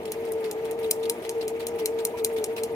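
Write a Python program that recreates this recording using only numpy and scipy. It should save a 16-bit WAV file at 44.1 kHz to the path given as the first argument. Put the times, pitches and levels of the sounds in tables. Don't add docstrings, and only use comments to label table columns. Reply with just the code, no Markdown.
import sys
import numpy as np
from scipy import signal
from scipy.fft import rfft, irfft, next_fast_len
from scipy.io import wavfile
from scipy.ndimage import uniform_filter1d, map_coordinates

SR = 44100
rng = np.random.default_rng(int(sys.argv[2]) if len(sys.argv) > 2 else 0)


def ratio(d):
    e = np.asarray(d, float) / 20
    return 10 ** e


def transcribe(u):
    v = np.clip(np.atleast_2d(u).T, -1, 1)
    q = np.round(v * 32767).astype(np.int16)
    wavfile.write(sys.argv[1], SR, q)


N = 121275

# (time [s], tone [Hz], level [dB])
MOTOR_RUN = [(0, 438, -34.5), (0.071, 448.6, -32), (.22, 460.2, -31), (.42, 451.8, -29), (.6, 451, -30),
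             (.82, 458.9, -28), (1.0, 454, -28.5), (1.099, 462.2, -27.5), (1.2, 459.5, -37),
             (1.38, 456.1, -26), (1.46, 458.6, -27), (1.62, 462.2, -32), (1.83, 457.1, -25.5),
             (1.97, 456, -28.5), (2.15, 460.6, -30.5), (2.4, 452.9, -26), (2.56, 458, -31),
             (2.75, 454.5, -28)]
# (multiple of the main tone, level [dB])
MOTOR_OVERTONES = [(2, -24), (1.76, -27), (1.35, -22.5), (.74, -18.5)]
# (frequency [Hz], level [dB per Hz])
RUMBLE_COLOUR = [(15, -66), (25, -40), (279, -18.5), (395, -15), (451, -7), (524, -21), (608, -18.5),
                 (904, -24.5), (1300, -49), (1690, -67), (2860, -120)]
# (frequency [Hz], level [dB per Hz])
HISS_COLOUR = [(590, -30), (1000, 0), (1100, -11.5), (2140, -1), (4760, -17), (8970, -20.5), (14700, -18.5),
               (15900, -27), (16500, -52)]
# (frequency [Hz], width [Hz], boost [dB])
PANEL_RINGS = [(88.6, 8.5, 9.5), (236, 9.9, 6), (343, 88, -4.5), (384.2, 10.3, 8.5), (630, 350, 1),
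               (990, 62, 3.5), (1226, 71.4, 18.5), (1860, 2600, 0.5)]
# (frequency [Hz], likeness [0 to 1])
RUMBLE_ALIKE = [(100, 0.97), (400, 0.97), (900, 0.59)]
# (frequency [Hz], likeness [0 to 1])
HISS_ALIKE = [(1200, 0.07), (4000, 0.2), (12000, 0.15)]
# (time [s], motor dip [dB], half length [s])
BELT_SLIPS = [(0.026, 12.5, 0.012), (0.254, 2, 0.018), (.62, 4.5, 0.013), (0.765, 8, 0.024),
              (1.145, 13, .025), (1.244, 7.5, 0.021), (1.339, 12, 0.015), (1.423, 5, .013), (1.6, 5, .012),
              (1.718, 11.5, .016), (1.786, 7, 0.019), (1.921, 4.5, 0.018), (2.115, 11, 0.017),
              (2.18, 4.5, 0.021), (2.299, 6, .02), (2.57, 7.5, 0.015), (2.685, 12, 0.025)]
# (time [s], peak [dB], brightness [dB], motor dip [dB])
PUNCTURES = [(0.1186, -19.5, -6.5, 9.5), (0.3191, -31, 0, 2), (0.5113, -19, -13, 12.5),
             (0.7106, -26, -8, 0.5), (0.9098, -5, -10, 7.5), (1.0962, -8, -14, -2), (1.292, -15.5, -21, 1),
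             (1.479, -19, -14, 10), (1.6672, -16.5, -12, 2.5), (1.8569, -10.5, -11, 11.5),
             (2.05, -12, -7, 2.5), (2.2456, -7.5, -8.5, 2.5), (2.4405, -12.5, -16, 14),
             (2.6338, -14.5, -15, -0.5)]
PUNCTURE_SAG = [18, 10, 32, 9, 24, 13, 5, 21, 6, 24, 8, 14, 27, 10]
# (time [s], level [dB], length [s])
FEED_SCRAPES = [(0.05, -33, 0.0083), (0.243, -37.5, 0.044), (0.4432, -32.5, 0.0094), (0.642, -32, 0.0091),
                (0.826, -30.5, 0.014), (1.0244, -35, 0.017), (1.217, -33.5, 0.039), (1.406, -33, 0.022),
                (1.592, -30.5, 0.013), (1.7807, -29, 0.01), (1.9834, -33, 0.017), (2.168, -31.5, 0.023),
                (2.3582, -30, 0.019), (2.5601, -26.5, 0.015)]
# (time [s], peak [dB])
FEED_CLACKS = [(0.0533, -33), (0.079, -39), (0.2508, -39), (0.442, -27), (0.4554, -49), (0.653, -32),
               (0.8443, -34.5), (1.0296, -36), (1.037, -37), (1.0539, -25), (1.2241, -37), (1.2462, -38),
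               (1.4107, -34), (1.426, -44), (1.6038, -37), (1.789, -36), (1.7977, -33), (1.9868, -34),
               (1.9994, -40), (2.1735, -39), (2.1957, -45), (2.3651, -39), (2.38, -30.5), (2.5651, -30),
               (2.579, -33)]
# (time [s], level [dB])
HOOK_TICKS = [(0.03, -45), (0.354, -54), (0.397, -53), (0.5856, -63), (0.7875, -40), (1.5575, -54),
              (1.7081, -54), (2.1222, -52.5), (2.335, -53)]
# (frequency [Hz], level [dB per Hz])
SCRAPE_COLOUR = [(710, -2), (1500, -1.5), (2640, 2), (4190, -2), (6500, -11), (9200, -6), (14800, -12),
                 (16300, -19)]
# (time after contact [s], level [dB])
PAPER_CRACKS = [(.0012, 0), (.0023, -5), (.0036, -13), (.0052, -11), (.0078, -17)]
# (frequency [Hz], width [Hz], level [dB])
PLATE_RINGS = [(2772, 360, 3), (4200, 260, 5.5), (5295, 430, 5.5), (6390, 310, 5.5), (7400, 430, 1.5),
               (8995, 167, 14), (9620, 180, 7), (9876, 194, 15.5), (9830, 430, 4), (11000, 1260, 12),
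               (13660, 480, 6), (13750, 230, -10), (14660, 360, 2), (14900, 570, 7.5)]
# (frequency [Hz], left over right [dB])
NEEDLE_BALANCE = [(2400, 8), (3500, -9), (5000, -4.5), (7200, 13.5), (10400, 1), (15000, .5)]
# (frequency [Hz], left side lead [radians])
NEEDLE_LEAD = [(100, 0), (1000, -1.5), (3400, 3.5), (5000, 5), (7200, 7), (9000, 7.5), (12000, 8.5),
               (15000, 7)]
# (frequency [Hz], level [dB per Hz])
DRAG_COLOUR = [(880, -53), (2200, -9), (4150, -11.5), (6950, -6), (9300, -5), (12000, -6), (15000, -23),
               (16700, -58)]
# (frequency [Hz], level [dB per Hz])
PULL_COLOUR = [(1760, -30), (5000, -28), (8000, -3), (9500, 8), (13300, 1.5), (15400, 1), (16500, -30)]
THREAD_PULLS = [4, 8, -13, 12.5, 7, 4, 4, 0, 7, 3.5, 7, 15, 9.5, 11.5]

TIME = np.arange(N) / SR
SIDES = np.array([[1], [-1]])
LEFT_LEAD_S = 0.00017
TOP_HZ = 16000


def unit(x):
    return x / np.sqrt(np.mean(x ** 2) + 1e-20)


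def along(points, hz):
    f, v = np.transpose(points)
    below = v[0] - 30 * (v.min() < -5)
    return np.interp(np.log(hz + 1), np.log(f + 1), v, left=below)


def wobble(rate):
    knots = rng.standard_normal(int(N * rate / SR) + 4)
    return map_coordinates(knots, [np.arange(N) * rate / SR])


def filtered(x, response):
    m = next_fast_len(N + SR // 2)
    hz = np.fft.rfftfreq(m, 1 / SR)
    return irfft(rfft(x, m) * response(hz), m)[..., :N]


def placed(x, lead_s, pan_db):
    delayed = filtered(x, lambda hz: np.exp(1j * np.pi * hz * lead_s * SIDES))
    return ratio(SIDES * pan_db / 2) * delayed


def rush(colour, alike, pan_db, patchy_db=2):
    spectrum = signal.stft(rng.standard_normal((3, N)), nperseg=256)[2]
    patches = uniform_filter1d(rng.standard_normal(spectrum.shape[1:]), size=6, axis=0)
    patches = uniform_filter1d(patches, size=5, axis=1)
    noise = signal.istft(spectrum * ratio(patchy_db * unit(patches)), nperseg=256)[1][:, :N]

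    def share(hz):
        return np.clip(along(alike, hz), 0, 1)

    shared = filtered(noise[0], lambda hz: colour(hz) * np.sqrt(share(hz)))
    own = filtered(noise[1:], lambda hz: colour(hz) * np.sqrt(1 - share(hz)))
    return unit(placed(shared, LEFT_LEAD_S, pan_db) + own)


def bursts(rows, rise_s, t60):
    total = 0
    for s, db, hold in rows:
        fade = ratio(db - 60 * np.clip(TIME - s - hold, 0, 1) / t60)
        total = total + fade * np.clip((TIME - s) / rise_s, 0, 1)
    return total


def motor():
    s, tone_hz, level_db = np.transpose(MOTOR_RUN)
    sag_hz, dip_db, slack_db = 0, 0, 0
    for (at, _, _, dip), drop in zip(PUNCTURES, PUNCTURE_SAG):
        spread_s = np.where(TIME < at, 0.045, 0.04)
        sag_hz = sag_hz + drop * np.exp(-abs(TIME - at) / spread_s)
        dip_db = dip_db + dip * np.exp(-((TIME - at - 0.018) / 0.017) ** 2)
    for at, dip, half in BELT_SLIPS:
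        slack_db = slack_db + dip * np.exp(-((TIME - at) / half) ** 2)

    hz = np.interp(TIME, s, tone_hz) - sag_hz + 1.5 * slack_db + 1.5 * wobble(25.5)
    phase = 2 * np.pi * np.cumsum(hz) / SR
    tone_db = np.interp(TIME, s, level_db) + 3.0 - dip_db - slack_db + 0.7 * wobble(21)
    case_hz, case_width_hz = 449, 60
    tone = ratio(tone_db) / np.hypot(1, (hz - case_hz) / case_width_hz) * np.sin(phase)
    for multiple, db in MOTOR_OVERTONES:
        level = ratio(db - 26.5 + 2.7 * wobble(30.01))
        tone = tone + level * np.sin(multiple * phase + 1.56 * wobble(40))

    def panels(f):
        return ratio(sum(db / (1 + ((f - c) / w) ** 2) for c, w, db in PANEL_RINGS))

    def rumble_colour(f):
        return ratio(along(RUMBLE_COLOUR, f)) * panels(f) * (f < 1300)

    def hiss_colour(f):
        return ratio(along(HISS_COLOUR, f)) * panels(f) * (f > 1300)

    rumble = rush(rumble_colour, RUMBLE_ALIKE, 1.7, patchy_db=0.13)
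    rumble = rumble * ratio(-38 + 0.57 * wobble(11.47))
    hiss = rush(hiss_colour, HISS_ALIKE, -0.82, patchy_db=2.0)
    hiss = hiss * ratio(-49.5 + 1.55 * wobble(39.3))
    return placed(tone, LEFT_LEAD_S, 1.7) + rumble + hiss


def feed():
    scrape = rush(lambda f: ratio(along(SCRAPE_COLOUR, f)), [(2000, 0.15), (9000, 0.058)], -0.19, patchy_db=3.5)
    scrape = scrape * ratio(2.05 * wobble(400))
    loudness = bursts([(s, db - 12, d + 0.0029) for s, db, d in FEED_SCRAPES], 0.0066, 0.15)
    loudness = loudness + bursts([(s, db - 11, 0.002) for s, db in FEED_CLACKS], 0.00044, 0.041)
    loudness = loudness + bursts([(s, db - 4.5, 0.004) for s, db in HOOK_TICKS], 0.0025, 0.021)
    panel_tone = np.sin(2 * np.pi * 970 * TIME) + 0.64 * np.sin(2 * np.pi * 610 * TIME)
    panel_hum = bursts([(2.134, -31, 0.012)], 0.015, 0.07) * panel_tone
    return scrape * loudness + panel_hum


def needle():
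    def ring(f, c, w):
        return 1j * f * w / (c * c - f * f + 1j * f * w)

    def plate(f):
        total = ratio(2) * ring(f, 10500, 10800) ** 2
        return total + sum((-1) ** k * ratio(db) * ring(f, c, w) for k, (c, w, db) in enumerate(PLATE_RINGS))

    noise = rng.standard_normal(N)
    mean_brightness = np.mean([row[2] for row in PUNCTURES])
    scatter = rng.standard_normal((len(PUNCTURES), len(PAPER_CRACKS), 2))
    low, high = np.zeros(N), np.zeros(N)
    for (s, db, brightness, _), chances in zip(PUNCTURES, scatter):
        hit = noise * bursts([(s, db - 22.5, 0.001)], 0.00047, 0.027)
        for k, ((late, drop), (shift, swell)) in enumerate(zip(PAPER_CRACKS, chances)):
            at = round((s + late + k * 0.00006 * shift) * SR)
            hit[at] += ratio(db + drop + 1.5 * swell) * (-1) ** k
        before = TIME < s
        lead_in = noise * ratio(db - 27) * np.exp((TIME - s) / 0.0025 * before) * before
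        low = low + hit
        high = high + (hit + lead_in) * ratio(brightness - mean_brightness)

    def treble(f):
        return 1 / (1 + (9600 / (f + 1)) ** 8)

    def heard(f):
        left = ratio(along(NEEDLE_BALANCE, f) / 2) * np.exp(0.5j * along(NEEDLE_LEAD, f))
        return plate(f) * left ** SIDES

    snap = filtered(low, lambda f: heard(f) * (1 - treble(f)))
    snap = snap + filtered(high, lambda f: heard(f) * treble(f))
    drag = rush(lambda f: ratio(along(DRAG_COLOUR, f)), [(3000, 0.14), (9000, 0.27)], 3.3, patchy_db=2.5)
    drag = drag * bursts([(s, -43 + 0.5 * (db + 14), 0.021) for s, db, *_ in PUNCTURES], 0.001, 0.051)
    drag = filtered(drag * ratio(2.4 * wobble(220)), lambda hz: hz < TOP_HZ)
    return ratio(7) * snap + drag


def room(x):
    t = np.arange(SR // 3) / SR
    tail = rng.standard_normal((2, len(t))) * ratio(-60 * t / 0.19) * (t > 0.004)
    tail = tail / np.linalg.norm(tail[0])
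    return ratio(-15) * signal.fftconvolve(x[None], tail, axes=1)[:, :N]


def thread():
    pulls = [(s + 0.0791, -57 + db, 0.0055) for (s, *_), db in zip(PUNCTURES, THREAD_PULLS)]
    rustle = rush(lambda f: ratio(along(PULL_COLOUR, f)), [(4000, 0.31), (12000, 0.13)], 2.0, patchy_db=3.5)
    return rustle * bursts(pulls, 0.014, 0.09) * ratio(2.3 * wobble(120))


def scene():
    snap = needle()
    steady = motor() + feed() + thread() + room(snap.mean(axis=0))
    return filtered(steady, lambda hz: hz < TOP_HZ) + snap


def thinned(x):
    slot, first = 1024, 388
    hz, t, z = signal.stft(x, SR, nperseg=256)
    power = np.add.reduceat(abs(z[:, :-1]) ** 2, np.arange(0, 128, 4), axis=1).sum(axis=0)
    band_db = 10 * np.log10(power + 1e-20)
    limit_db = np.full(len(t), -99.)
    for s, db, *_ in PUNCTURES:
        centre = first + slot * round((s * SR - first) / slot)
        limit_db[abs(t * SR - centre) <= slot / 2] = -3.5 + 0.12 * (db + 28)
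    usual_db = np.median(band_db, axis=1)[:, None]
    quiet = band_db < usual_db + limit_db + 3 * rng.standard_normal(band_db.shape)
    quiet = np.repeat(quiet, 4, axis=0)
    z[:, :-1] *= 1 - 0.9 * quiet * (hz[:-1, None] > 3000)
    return signal.istft(z, SR, nperseg=256)[1][:, :N]


def low_pass(x):
    return signal.sosfilt(signal.butter(12, 16850, fs=SR, output="sos"), x)


def record(dry):
    mix = thinned(filtered(dry, lambda hz: hz < 16850))
    return low_pass(mix)


dry = scene()
out = record(dry)
transcribe(out)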